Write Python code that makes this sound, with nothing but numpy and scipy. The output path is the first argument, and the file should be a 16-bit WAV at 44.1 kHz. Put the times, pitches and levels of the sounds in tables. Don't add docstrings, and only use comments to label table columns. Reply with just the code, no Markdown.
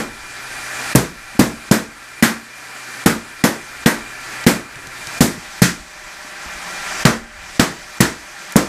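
import sys
import numpy as np
from scipy import signal
from scipy.fft import rfft, irfft, next_fast_len
from scipy.io import wavfile

SR = 44100
rng = np.random.default_rng(int(sys.argv[2]) if len(sys.argv) > 2 else 0)


def inscribe(sig):
    pcm = np.round(np.clip(np.atleast_2d(sig).T, -1, 1) * 32767)
    wavfile.write(sys.argv[1], SR, pcm.astype(np.int16))


def how_loud(loudness_db):
    steps = np.asarray(loudness_db, float) / 20
    return 10 ** steps


N = 382788

# (t/s, swing f/Hz, overload level/dB)
FREED_AIR = [(.9514, 245, 8), (1.3931, 250, 9), (1.7125, 205, 7), (2.2255, 230, 3), (3.0605, 260, 6),
             (3.4392, 210, 2), (3.8602, 200, 4), (4.4657, 205, 8), (5.2072, 205, 9), (5.6192, 195, 8),
             (7.0522, 200, 6), (7.5958, 230, 5), (8.0050, 200, 4), (8.5583, 220, 12), (-.075, 220, 6)]
# (t/s, low level/dB, 1.5 kHz level/dB, bright level/dB, gain left after it/dB)
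ROOM_ANSWERS = [(0.95, -5.5, -13, -11.5, -42), (1.39, -4, -13.5, -13, -40), (1.712, -9, -12, -11.5, -42.5),
                (2.224, -11, -7, -9.5, -41.5), (3.057, -7.5, -10.5, -12, -40),
                (3.437, -10.5, -12, -12, -38), (3.86, -13, -10, -12, -36), (4.466, -5, -9.5, -9.5, -39),
                (5.207, -4, -13, -8.5, -39.5), (5.62, -8.5, -9.5, -5.5, -43.5), (7.05, -9, -9.5, -10, -42),
                (7.593, -10, -11, -9.5, -40.5), (8.002, -9, -10.5, -9, -41.5),
                (8.556, -9.5, -14.5, -11, -39)]
# (t/s, slap level/dB, slap f/Hz, flutter level/dB, flutter f/Hz)
SLAPS = [(0.9548, -8.5, 9500, -12, 1125), (1.3939, -10.5, 4220, -14, 1024), (1.7129, -12, 4400, -9, 1639),
         (2.226, -18.5, 6200, -7.5, 1803), (3.0607, -12, 5270, -7, 1370), (3.4392, -17, 3930, -10, 1733),
         (3.8612, -16, 2770, -4.5, 1660), (4.4677, -10, 2540, -10, 2310), (5.2083, -14, 3670, -17, 1930),
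         (5.6204, -10, 6560, -7, 1667), (7.0529, -5, 2800, -4.5, 1366), (7.5963, -8, 2650, -10, 1190),
         (8.0066, -10, 7550, -10, 1637), (8.5627, -9, 9600, -11, 1153)]
EARLIER_ANSWER, EARLIER_SPOT = (-.075, -6, -7, -10.5, -38.5), (-.075, -8, -23, -6.5, -1.5)
THIRD_OCTAVES_HZ = 32 * 2 ** np.arange(0, 9.3, 1 / 3)
TEAR_S = .0013
STEP_IN_S = (5.33, 5.38)
DUCK_AHEAD_S = .016
SEAL_S = 0.07


def rms_one(x):
    return x / np.sqrt(np.mean(x ** 2) + 1e-20)


def at_hz(points, hz):
    points = np.array(points)
    return np.interp(np.log(hz), np.log(points[:, 0]), points[:, 1])


def band(x, low, high):
    return signal.sosfilt(signal.butter(2, [low, high], "band", fs=SR, output="sos"), x)


def drift(rate):
    r = np.exp(-80 * np.pi * rate / SR)
    draws = rng.standard_normal(N // 40 + 2002)
    slow = signal.lfilter([1], [1, -2 * r, r * r], draws)[2000:]
    return np.interp(np.arange(N) / 40, np.arange(len(slow)), rms_one(slow))


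def resonance(x, hz, width):
    r = np.exp(-np.pi * width / SR)
    poles = [1, -2 * r * np.cos(2 * np.pi * hz / SR), r * r]
    return signal.lfilter([(1 - r * r) / 2, 0, (r * r - 1) / 2], poles, x)


def add(out, x, s):
    i = round(s * SR)
    x = x[max(-i, 0):N - i]
    out[max(i, 0):max(i, 0) + len(x)] += x


def burst(boom, answer, spot, top_db):
    t = np.arange(round(.6 * SR)) / SR
    late = np.maximum(t - TEAR_S, 0)
    white = rng.standard_normal((2, len(t)))
    tear = 0.17 * np.sin(2 * np.pi * t / TEAR_S) * (t < TEAR_S)
    rise = 1 - np.exp(-t / .0013)
    rip = how_loud(7.3 - 60 * t / 0.016) * rise * band(white[1], 1260, 2600)
    build = 1 - np.exp(-(late / 0.00077) ** 2)
    ringing = how_loud(-4.5) * build * room_modes(t, spot)
    hiss = how_loud(19.0) * rise * room_tail(t, white, answer, spot[-1], top_db)
    return tear + rip + air_swing(late, *boom) + ringing + hiss


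def air_swing(late, hz, overload_db):
    fade = np.exp(-(late * hz / 1.6) ** 4)
    swing = how_loud(overload_db - 2) * np.sin(2 * np.pi * hz * late) * fade
    return band(swing, 52, 4000)


def room_modes(t, spot):
    # (f/Hz, level/dB, t60/s)
    modes = [(65, -14, 0.42), (129.5, 5.5, 0.13), (177.8, -7, 0.28), (213.8, -2.5, 0.28), (229.4, -5, 0.42),
             (290.4, -4.5, 0.38), (343.7, -4, 0.36), (472.3, 0, 0.12), (651, -9, 0.32), (916, -16, 0.37)]
    feed = np.c_[[110, 180, 230, 300, 560], [*spot[:-1], -11.5, spot[-1] - 8.0]]
    ringing = 0
    for hz, level_db, t60 in modes:
        strength_db = level_db + at_hz(feed, hz) + rng.normal(0, 1.3)
        ringing = ringing + how_loud(strength_db - 60 * t / t60) * np.sin(2 * np.pi * (hz * t + rng.random()))
    return ringing


def room_tail(t, white, answer, upper_db, top_db):
    # (f/Hz, level per Hz/dB)
    colour = [(18, -52), (30, -32), (90, -21), (199, -1.5), (384, -9), (526, -11.5), (600, -18),
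              (1810, -15), (2750, -25.5), (6550, -27), (11700, -30.5), (14800, -32), (16000, -59)]
    # (f/Hz, t60/s)
    reverb = [(60, 0.6), (160, 0.34), (420, 0.32), (1100, 0.34), (2900, 0.31), (7700, 0.32), (14000, .22)]
    low_db, mid_db, bright_db, _ = answer
    bright_db = bright_db + 8.5
    own = np.c_[[280, 560, 1500, 6000, 12000],
                [low_db, upper_db, mid_db + 5.5, bright_db, bright_db + top_db]]
    tail = 0
    for k, (low, high) in enumerate(zip(THIRD_OCTAVES_HZ, THIRD_OCTAVES_HZ[1:])):
        hz = np.sqrt(low * high)
        decay_db = 60 * t / at_hz(reverb, hz)
        tail = tail + how_loud(at_hz(colour, hz) + at_hz(own, hz) - decay_db) * band(white[k % 2], low, high)
    return tail


def flutter():
    out, t = np.zeros(N), np.arange(round(.3 * SR)) / SR
    rise = 1 - np.exp(-t / .0012)
    for (s, *_), (*_, peak_db, hz) in zip(FREED_AIR, SLAPS):
        spread = np.linspace(-.14, .14, num=6)[:, None] + rng.normal(0, 0.0183, (6, 1))
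        phase = rng.random((6, 1))
        ring = np.sin(2 * np.pi * (hz * (1 + spread) * t + phase)).sum(axis=0)
        add(out, how_loud(peak_db - 16.0 - 60 * t / 0.31) * rise * ring, s - TEAR_S)
    return out


def snaps(table, gain_db, rise_s, t60):
    out, t = np.zeros(N), np.arange(round(.08 * SR)) / SR
    for s, peak_db, hz, *_ in table:
        noise = band(rng.standard_normal(len(t)), .5 * hz, min(2.33 * hz, 13000))
        add(out, how_loud(peak_db + gain_db - 60 * t / t60) * (1 - np.exp(-t / rise_s)) * noise, s)
    return out


def recorder_gain(t):
    settle_s, recover_db_per_s, seal_db = 0.16, 13.5, 1
    booms = [FREED_AIR[-1], *FREED_AIR[:-1]]
    answers = [EARLIER_ANSWER, *ROOM_ANSWERS]
    s = np.array([boom[0] for boom in booms])
    pulled_db = np.array([answer[-1] for answer in answers])
    until = np.append(s[1:], N / SR + settle_s)
    top_db = pulled_db + recover_db_per_s * (until - s - settle_s)
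    gain_db = np.interp(t, np.c_[s + settle_s, until].ravel(), np.c_[pulled_db, top_db].ravel())
    for u in s:
        gain_db = gain_db + np.interp(t - u, [-SEAL_S, -DUCK_AHEAD_S, settle_s], [0, seal_db, 0])
    return gain_db


def suction():
    # (f/Hz, level per Hz/dB)
    door_air = [(71, -32), (120, -10.5), (177, -15), (341, -10), (427, -15), (757, -4), (1070, -6.5),
                (1340, 0.5), (2380, -4), (2870, -10.5), (8480, -13.5), (14700, -29), (16000, -51)]
    # (f/Hz, level per Hz/dB)
    inside_air = [(71, -42), (120, -14.5), (181, -7), (334, -20.5), (605, -8), (742, -4.5), (789, -5),
                  (1090, -4.5), (1750, 0.5), (3660, -13), (6630, -12), (14700, -31.5), (16000, -56)]
    # (t/s, level/dB)
    aim = [(0.15, -1.4), (0.75, 1), (1.3, 1), (1.95, -1), (2.2, -1.3), (2.6, 0.5), (3.0, -0.5), (3.7, -1),
           (4.3, -2.3), (4.8, -3.1), (5.15, 1.1), (5.5, 4), (6.0, 3.1), (6.4, 0.2), (7.0, 1.7), (7.3, -3),
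           (7.55, 4), (8.4, 2.5)]
    # (f/Hz, level against hiss/dB)
    fan = [(5568, -19), (11125, -28)]
    t = np.arange(N) / SR
    gain_db, aim_db = recorder_gain(t), np.interp(t, *np.transpose(aim))
    inside = np.interp(t, STEP_IN_S, [0, 1])
    white, gust, layers = rng.standard_normal((2, N)), drift(6.9), np.zeros((3, N))
    piped = through_wand(white)
    for k, (low, high) in enumerate(zip(THIRD_OCTAVES_HZ[6:], THIRD_OCTAVES_HZ[7:])):
        hz = np.sqrt(low * high)
        source = piped if 500 < low < 2500 else white
        door_db = at_hz(door_air, hz)
        level_db = door_db + inside * (at_hz(inside_air, hz) - door_db + .1)
        flutter_db = .5 * gust + 1.1 * drift(10.0)
        layer = np.searchsorted([500, 2800], low)   # Hz, where drone meets roar and roar meets hiss
        layers[layer] += how_loud(level_db + flutter_db) * band(source[k % 2], low, high)
    drone, roar, hiss = layers / np.std(layers, axis=1, keepdims=True)
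    roar = roar + whistles(inside)
    for hz, level_db in fan:
        hiss = hiss + how_loud(level_db) * np.sin(2 * np.pi * hz * t + 1.5 * gust)
    drone = drone + how_loud(-3 - 11.0 * inside) * np.sin(2 * np.pi * 121 * t)
    drone_db = gain_db - 13 - 2.5 * inside + 0.5 * drift(6.0)
    roar_db = gain_db + 0.36 * aim_db + 0.5
    hiss_db = gain_db - 4.0 + aim_db
    return how_loud(drone_db) * drone + how_loud(roar_db) * roar + how_loud(hiss_db) * hiss


def through_wand(white):
    spacing_hz, echo = 196, 0.19
    size = next_fast_len(N)
    hz = np.fft.rfftfreq(size, 1 / SR)
    pipe = 1 / (1 - echo * np.exp(-2j * np.pi * hz / spacing_hz))
    return irfft(rfft(white, size) * pipe, size)[:, :N]


def whistles(inside):
    # (f/Hz, width/Hz, level over roar at the door/dB, level over roar inside/dB)
    lines = [(2400, 19, -13.5, -20), (2380, 57, -9.5, -13), (1366, 13, -14.5, -16.5), (1732, 190, -9, -19),
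             (800, 46, -30, -17.5), (608, 7, -25, -15.5), (1585, 25, -15.5, -16), (1938, 36, -15, -21),
             (338, 130, -29, -18.5), (4690, 130, -19.5, -20)]
    white, out = rng.standard_normal(N), np.zeros(N)
    for hz, width, door_db, inside_db in lines:
        whistle = rms_one(resonance(resonance(white, hz, width), hz, width))
        out += how_loud(door_db + inside * (inside_db - door_db) + 1.2 * drift(6.0)) * whistle
    return out


def hand_rumble():
    # (t/s, level/dB)
    grip = [(0.0, -50), (0.26, -54), (1.74, -56), (1.93, -60), (2.95, -70), (3.22, -61), (3.72, -56),
            (4.47, -55.5), (6.53, -57), (7.01, -48), (8.53, -65), (8.68, -40.5)]
    grip_db = np.interp(np.arange(N) / SR, *np.transpose(grip))
    rumble = how_loud(2.0 * drift(4.3)) * band(band(rng.standard_normal(N), 15, 64), 9.1, 130)
    return how_loud(grip_db + 4.0) * rms_one(rumble)


def knocks():
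    # (t/s, peak level/dB, f/Hz)
    bumps = [(1.35, -27, 220), (4.762, -31, 137), (4.871, -31, 133), (5.072, -28, 133), (5.374, -24, 150),
             (5.795, -32, 45.4), (6.048, -40, 40.4), (6.245, -31.5, 270), (6.46, -30, 59.2),
             (6.458, -36, 270), (6.55, -35, 45.8)]
    out, t = np.zeros(N), np.arange(round(.2 * SR)) / SR
    rise = 1 - np.exp(-t / .004)
    for s, peak_db, hz in bumps:
        t60 = 0.028 + 3.4 / hz
        body = np.sin(2 * np.pi * hz * t) + 0.24 * np.sin(2 * np.pi * 2.6 * hz * t)
        add(out, how_loud(peak_db + 5.5 - 60 * t / t60) * rise * body, s)
    return out


def scene():
    # (t/s, level under 150 Hz/dB, 180 Hz/dB, 230 Hz/dB, 560 Hz/dB)
    spots = [(0.947, -4, -1.5, -14, -3), (1.389, -9, -9, -7.5, -2.5), (1.709, -13.5, -9, -5.5, -4),
             (2.222, -21, -6, -6.5, -6.5), (3.055, -14.5, -3, -7, -4.5), (3.435, -32, -24.5, -10, -2),
             (3.858, -25, -10, -8, -3), (4.464, -26, -12, -11, -3), (5.207, -10, -5, -7.5, -5),
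             (5.618, -12, 1, -20, -12), (7.049, -8.5, -2.5, -6, -1.5), (7.592, -12.5, -6, -16, -4),
             (8.001, -7, -8.5, -17, -6), (8.554, -10, -19, -16.5, -0.5)]
    # (t/s, peak level/dB, f/Hz)
    ticks = [
        (4.4398, -26, 2620),
        (4.7566, -35, 2790),
        (4.87, -33, 3590),
        (5.07, -25, 3030),
        (5.1771, -31, 3000),
        (8.522, -30, 6660),
    ]
    t, duck_db = np.arange(N) / SR, np.zeros(N)
    bursts = snaps(SLAPS, gain_db=18.5, rise_s=0.0013, t60=0.018) + flutter()
    answers = [*ROOM_ANSWERS, EARLIER_ANSWER]
    for (s, *boom), answer, spot in zip(FREED_AIR, answers, [*spots, EARLIER_SPOT]):
        dip_db = -10 - 0.69 * (recorder_gain(s - SEAL_S) + 32.5)
        dip_times = [-1.3 * DUCK_AHEAD_S, -.7 * DUCK_AHEAD_S, 0, .12]
        duck_db += np.interp(t - s, dip_times, [0, dip_db, dip_db, 0])
        top_db = -6 * (s > STEP_IN_S[1])
        add(bursts, burst(boom, answer[1:], spot[1:], top_db), s - TEAR_S)
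    scraps = snaps(ticks, gain_db=9.5, rise_s=.0003, t60=0.024)
    background = suction() + hand_rumble() + scraps + knocks()
    return (how_loud(duck_db) * background + bursts)[None]


def band_limit(x):
    return signal.sosfilt(signal.butter(12, 16450, fs=SR, output="sos"), x)


def record(dry):
    top = .9
    clipped = dry / (1 + np.abs(dry / top) ** 5) ** .2
    cut = signal.sosfilt(signal.cheby2(10, 50, 15900, fs=SR, output="sos"), clipped)
    return band_limit(cut)


dry = scene()
out = record(dry)
inscribe(out)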